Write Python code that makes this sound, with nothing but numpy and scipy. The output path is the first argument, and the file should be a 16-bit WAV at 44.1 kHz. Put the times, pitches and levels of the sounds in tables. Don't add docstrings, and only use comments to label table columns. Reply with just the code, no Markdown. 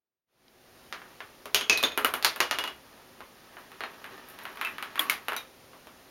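import sys
import numpy as np
from scipy import signal
from scipy.fft import rfft, irfft, next_fast_len
from scipy.io import wavfile
from scipy.ndimage import map_coordinates

SR = 44100
rng = np.random.default_rng(int(sys.argv[2]) if len(sys.argv) > 2 else 0)


def to_wav(sig):
    pcm = np.clip(np.atleast_2d(sig), -1, 1) * 32767
    pcm = np.round(pcm).astype(np.int16)
    wavfile.write(sys.argv[1], SR, pcm.T)


N = 269010
SIZE = 16384
FLIGHT_S = 0.0026

# time_s, level_db
ROLL_LEVEL = [(.8, -67), (1.1, -57), (1.45, -65), (2.7, -58.5), (3.1, -62.5), (4.0, -49.5), (4.5, -47),
              (4.9, -49.5), (5.07, -41.5), (5.5, -66.5), (5.8, -65), (6.1, -60)]


def amp(db):
    return 10 ** (np.asarray(db) / 20)


def unit(x):
    return x / np.sqrt(np.mean(x ** 2) + 1e-20)


def along(points, hz):
    point_hz, value = np.transpose(points)
    return np.interp(np.log(hz + 1), np.log(point_hz + 1), value)


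def curve(rows):
    return np.interp(np.arange(N) / SR, *np.transpose(rows))


def wobble(knots_per_s):
    knots = rng.standard_normal(int(N * knots_per_s / SR) + 4)
    return map_coordinates(knots, [np.arange(N) * knots_per_s / SR])


def filtered(x, response):
    m = next_fast_len(N + SIZE)
    return irfft(rfft(x, m) * response(np.fft.rfftfreq(m, 1 / SR)), m)[:N]


def causal(gain):
    cepstrum = irfft(np.log(np.maximum(gain, 1e-6)))
    cepstrum[1:SIZE // 2] *= 2
    cepstrum[SIZE // 2 + 1:] = 0
    return irfft(np.exp(rfft(cepstrum)))


def add(track, start_s, sound):
    part = track[round(start_s * SR):][:len(sound)]
    part += sound[:len(part)]


def background(air_db=-52.38, drift_rad=0.93, drift_knots_per_s=3.17):
    # freq_hz, relative density_db_per_hz
    air_colour = [(12, -43), (20, -11), (150, -6), (216, -5.5), (248, -6), (328, -5.5), (367, -4.5),
                  (897, -8), (1090, -10), (1290, -10.5), (5380, -17), (7950, -20.5), (9140, -19),
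                  (13500, -21.5), (16000, -24)]
    # freq_hz, rms level_db
    hum_partials = [(247.6, -69.5), (371.4, -68), (532.9, -68.5), (780.6, -74.5)]
    t = np.arange(N) / SR
    air = unit(filtered(rng.standard_normal(N), lambda hz: amp(along(air_colour, hz))))
    hum = np.zeros(N)
    for hz, level_db in hum_partials:
        phase = 2 * np.pi * hz * t + drift_rad * wobble(drift_knots_per_s)
        hum += amp(level_db) * np.sqrt(2) * np.sin(phase)
    return amp(air_db) * air + hum


def room_tail(build_s=0.00023):
    # freq_hz, t60_s
    room_decay = [(150, 0.38), (500, 0.26), (1400, 0.25), (3500, 0.23), (7000, 0.2), (14000, 0.18)]
    hz, t, z = signal.stft(rng.standard_normal(SIZE), SR, nperseg=256)
    decay = amp(-60 * t / along(room_decay, hz)[:, None])
    tail = signal.istft(z * decay, SR, nperseg=256)[1][:SIZE]
    tail = tail * (1 - np.exp(-np.arange(SIZE) / SR / build_s))
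    return tail / np.linalg.norm(tail)


def rolling(bumps_per_s=550, wet_db=3, uneven_db=1.24, uneven_knots_per_s=22.12):
    # freq_hz, relative density_db_per_hz
    ramp_colour = [(120, -38), (200, -10), (390, -3), (475, -11), (596, -5), (858, -6), (1200, -4.5),
                   (1330, -7.5), (1860, -6.5), (2130, -17.5), (2720, -11), (6160, -23), (7500, -26),
                   (9750, -60), (16500, -120)]
    bumps = (rng.random(N) < bumps_per_s / SR) * rng.standard_normal(N)
    bumps = bumps + amp(wet_db) * signal.fftconvolve(bumps, room_tail())[:N]
    rumble = unit(filtered(bumps, lambda hz: amp(along(ramp_colour, hz))))
    return rumble * amp(curve(ROLL_LEVEL) + uneven_db * wobble(uneven_knots_per_s))


def grit(ticks_per_s=160, level_db=-14, centre_hz=12300, width_hz=3000, patchy_db=4, wet_db=0):
    ticks = (rng.random(N) < ticks_per_s / SR) * rng.standard_normal(N)
    ticks = ticks * amp(patchy_db * wobble(28))
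    ticks = ticks + amp(wet_db) * signal.fftconvolve(ticks, room_tail())[:N]
    airy = unit(filtered(ticks, lambda hz: 1 / (1 + ((hz - centre_hz) / width_hz) ** 4)))
    return airy * amp(curve(ROLL_LEVEL) + level_db)


def release(start_s=0.481, level_db=-33, pitch_hz=3200, width_oct=0.67, life_s=0.0021):
    out, t = np.zeros(N), np.arange(SIZE) / SR
    add(out, start_s, amp(level_db) * rng.standard_normal(SIZE) * np.exp(-t / life_s))
    return filtered(out, lambda hz: 2 / (1 + (np.log2((hz + 1) / pitch_hz) / width_oct) ** 4))


def contacts(first_bounce_s=0.1075, shrink=0.7, loss_db=4, softer_db=1.4):
    # start_s, relative level_db, hardness_db, plank
    hits = [(.923, -31, -6, "runway"), (1.015, -40.5, -31, "runway"), (1.202, -34.5, -15, "runway"),
            (1.454, -38, -6, "ramp"), (1.543, -21.5, 7, "shelf 1"), (1.608, -29.5, -4, "shelf 1"),
            (1.694, -23, 11, "shelf 2"), (1.727, -30, 5.5, "shelf 2"), (1.772, -28.5, -1.5, "post"),
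            (1.826, -29, -0.5, "ramp"), (1.834, -22, -5, "shelf 3"), (1.917, -40, -11, "shelf 3"),
            (1.973, -21, -13, "shelf 4"), (2.044, -19, -10, "shelf 4"), (2.136, -24, -11.5, "shelf 4"),
            (2.223, -30.5, -4.5, "shelf 5"), (2.244, -16.5, -1, "shelf 5"), (2.358, -33.5, -12, "shelf 4"),
            (2.975, -53, -10, "ramp"), (3.203, -40.5, -17.5, "ramp"), (3.566, -38, -30, "runway"),
            (3.715, -41.5, -19, "lower ramp"), (3.804, -27.5, -21.5, "loose joint"),
            (3.834, -27, -21, "loose joint"), (4.04, -33.5, -20.5, "lower ramp"),
            (4.06, -39.5, -20, "lower ramp"), (4.284, -50, -12, "side rail"),
            (4.297, -49, -15, "side rail"), (4.386, -37.5, -13, "lower ramp"),
            (4.433, -51, -12, "side rail"), (4.451, -27.5, -24.5, "lower ramp"),
            (4.57, -34.5, -21, "lower ramp"), (4.61, -22, -20, "lower ramp"), (4.646, -29, -14, "ramp end"),
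            (4.669, -29.5, -24, "ramp end"), (4.78, -29.5, -21.5, "lower ramp"),
            (4.823, -26.5, -16.5, "lower ramp"), (4.954, -29.5, -20, "lower ramp"),
            (4.975, -26.5, -30, "lower ramp"), (4.991, -21.5, -11.5, "corner"),
            (5.095, -21, -5, "corner wall"), (5.281, -22.5, -18, "corner floor"),
            (5.318, -25, -27, "corner floor"), (5.33, -30, -19.5, "corner floor"),
            (5.362, -31, -6.5, "exit"), (5.73, -48.5, -21, "ramp"), (5.868, -46, -11, "ramp")]
    # start_s, relative level_db, hardness_db
    drop = (2.401, -16.5, -3)
    bounce_path = ["chute", "chute", "ramp head", "ramp head", "ramp head"]
    start_s, level_db, hard_db = drop
    bounces = []
    for k, plank in enumerate(bounce_path):
        flown_s = first_bounce_s * sum(shrink ** j for j in range(k))
        bounces.append((start_s + flown_s, level_db - loss_db * k, hard_db - softer_db * k, plank))
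    return hits + bounces


def thumps(attack_s=0.0024):
    # freq_hz, level_db relative to the blow, t60_s
    table_modes = [(70.7, -35.5, .3), (167, -31.5, 0.27)]
    out, t = np.zeros(N), np.arange(SIZE) / SR
    swing = np.zeros(SIZE)
    for hz, mode_db, t60_s in table_modes:
        swing += amp(mode_db) * np.sin(2 * np.pi * hz * t) * np.exp(-np.log(1000) * t / t60_s)
    swing *= 1 - np.exp(-t / attack_s)
    for start_s, level_db, hard_db, _ in contacts():
        add(out, start_s + FLIGHT_S, amp(level_db + hard_db) * swing)
    return out


def ringing(level_db=-1.0, hard_share=0.52, waver=1.0, waver_knots_per_s=110, attack_s=0.00073):
    plank_modes = {"shelf 1": [(3040, -8.5, .085), (3280, -19, 0.69), (6480, -15, 0.23)],
                   "shelf 2": [(2507, -2, 0.46), (2600, -4, 0.25), (6370, -11, 0.21)],
                   "post": [(4040, -1, 0.11)], "shelf 3": [(3574, 2.5, 0.2), (3870, -6, .082),
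                   (6600, -9.5, .22)], "shelf 4": [(1378, 0.5, .09), (1575, -4, .11), (2560, -10, 0.12),
                   (2900, 0, 0.099), (3320, -10, 0.1)], "chute": [(2880, -10, 0.25)],
                   "ramp head": [(2878, -0.5, 0.21), (3370, -8.5, 0.23)],
                   "loose joint": [(3800, -8.5, 0.16), (4200, -6, 0.13), (4360, -11, .11)],
                   "ramp end": [(2640, 7.5, 0.16)], "corner": [(310, -14.5, .18), (1120, -3, 0.32),
                   (3350, 16.5, 0.019), (3710, 8, 0.028)], "corner wall": [(1840, -5, 0.027),
                   (2230, 9, 0.023)], "corner floor": [(2890, -1, 0.1)], "exit": [(2400, -3, 0.21),
                   (3730, -4.5, .21), (3940, -3, 0.16), (6000, -8, .14)]}
    out, t = np.zeros(N), np.arange(SIZE) / SR
    for start_s, blow_db, hard_db, plank in contacts():
        drive = amp(level_db + blow_db + hard_share * hard_db) * (1 - np.exp(-t / attack_s))
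        for hz, mode_db, t60_s in plank_modes.get(plank, []):
            knots = rng.standard_normal((2, 256))
            a, b = [map_coordinates(k, [t * waver_knots_per_s], mode="mirror") for k in knots]
            in_phase = (1 + waver * a) * np.sin(2 * np.pi * hz * t)
            tone = in_phase + waver * b * np.cos(2 * np.pi * hz * t)
            decay = np.exp(-np.log(1000) * t / t60_s)
            add(out, start_s + FLIGHT_S, amp(mode_db) * drive * tone * decay)
    return out


def blows(click_db=22, room_db=24, chatter=0.17, chatter_s=0.00078, contact_s=0.00042,
          width_oct=0.21, bright_db=5.5, clack_db=3, clack_share=0.26, table_s=0.001208):
    # low_hz, high_hz
    bands = [(200, 700), (700, 2000), (2000, 4500), (4500, 7500), (8500, 15500)]
    # freq_hz, gain_db
    wood_colour = [(60, -20), (190, -16.5), (340, -2.5), (600, -2.5), (1200, -1), (2000, -2.5),
                   (3200, -4.5), (5500, -5.5), (7200, -6.5), (9500, -10.5), (12000, -4.5), (16000, -13.5)]
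    # centre_hz, width_hz, boost_db
    body = [(73, 13, 9.5), (253.4, 48, 7), (363, 18, 4.5), (419, 20, 9), (495, 14, 3.5), (633, 82, 4),
            (6900, 120, 2), (8960, 220, 9.5), (10300, 290, 8), (12170, 390, 1.5), (13500, 440, 1.5),
            (15300, 350, -9.5)]
    planks = {"runway": (1600, 4.5, -14, -9), "shelf 1": (3052, 10, -7.5, -2.5),
              "shelf 2": (2491, 7, -4, -14), "post": (4104, 11.5, -9, 2), "shelf 3": (3620, 11.5, -4.5, 0),
              "shelf 4": (1295, 6, -8.5, 11.5), "shelf 5": (4400, 8, -13.5, 1),
              "chute": (1078, 1, -12.5, -4), "ramp head": (2850, 3, -10.5, 0),
              "side rail": (1600, 2, -17, 24), "ramp": (1094, 6.5, -2, 3.5),
              "loose joint": (1000, -1, -12.5, -0.5), "lower ramp": (1403, 0, -27.5, 7),
              "ramp end": (2450, 7, -29, 8), "corner": (1130, -8, -20, 15.5),
              "corner wall": (2222, 4, -23, 8), "corner floor": (1200, 2.5, -16.5, 9),
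              "exit": (1230, 1, -15.5, 9.5)}
    out, t, hz = np.zeros(N), np.arange(SIZE) / SR, np.fft.rfftfreq(SIZE, 1 / SR)
    low_hz, high_hz = np.transpose(bands)
    mid_hz = np.sqrt(low_hz * high_hz)
    wood_db = along(wood_colour, hz)
    for centre_hz, width_hz, boost_db in body:
        wood_db = wood_db + boost_db / (1 + (2 * (hz - centre_hz) / width_hz) ** 2)
    direct = amp(along([(1500, 0), (10000, bright_db)], hz))
    for start_s, level_db, hard_db, plank in contacts():
        plank_hz, boost_db, thud_db, tick_db = planks[plank]
        rise_db = [thud_db, 0, clack_db + clack_share * hard_db, hard_db, hard_db + tick_db]
        density_db = level_db + np.array(rise_db) - 10 * np.log10((high_hz - low_hz) / (SR / 2))
        plank_db = boost_db / (1 + (np.log2((hz + 1) / plank_hz) / width_oct) ** 2)
        pulse = causal(amp(along(np.c_[mid_hz, density_db], hz) + wood_db + plank_db))
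        force = rng.standard_normal(SIZE) * (1 - np.exp(-t / contact_s)) * np.exp(-t / chatter_s)
        spread = rfft(force)
        spread = spread / (np.abs(spread) + 1e-9) ** (1 - chatter)
        click = irfft(rfft(pulse) * direct * spread)[:SIZE // 2]
        click = np.linalg.norm(pulse) * click / np.linalg.norm(click)
        add(out, start_s + FLIGHT_S, amp(click_db) * click)
        answer = signal.fftconvolve(pulse, room_tail())[:SIZE]
        add(out, start_s + FLIGHT_S + table_s, amp(room_db) * answer)
    return out


def scene():
    ball = rolling() + grit() + release() + thumps() + ringing() + blows()
    return (background() + ball)[None]


def record(dry, notch_hz=7900, notch_width_hz=1700, top_hz=15900):
    # time_s, gain
    fade = [(.27, 0.0056), (.35, 0.088), (.5, 0.31), (.65, 0.49), (.8, 0.74)]

    def response(hz):
        gap = notch_hz ** 2 - hz * hz
        notch = gap / (gap + 1j * hz * notch_width_hz)
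        return notch * (hz < top_hz)

    return filtered(dry[0] * curve(fade), response)[None]


dry = scene()
out = record(dry)
to_wav(out)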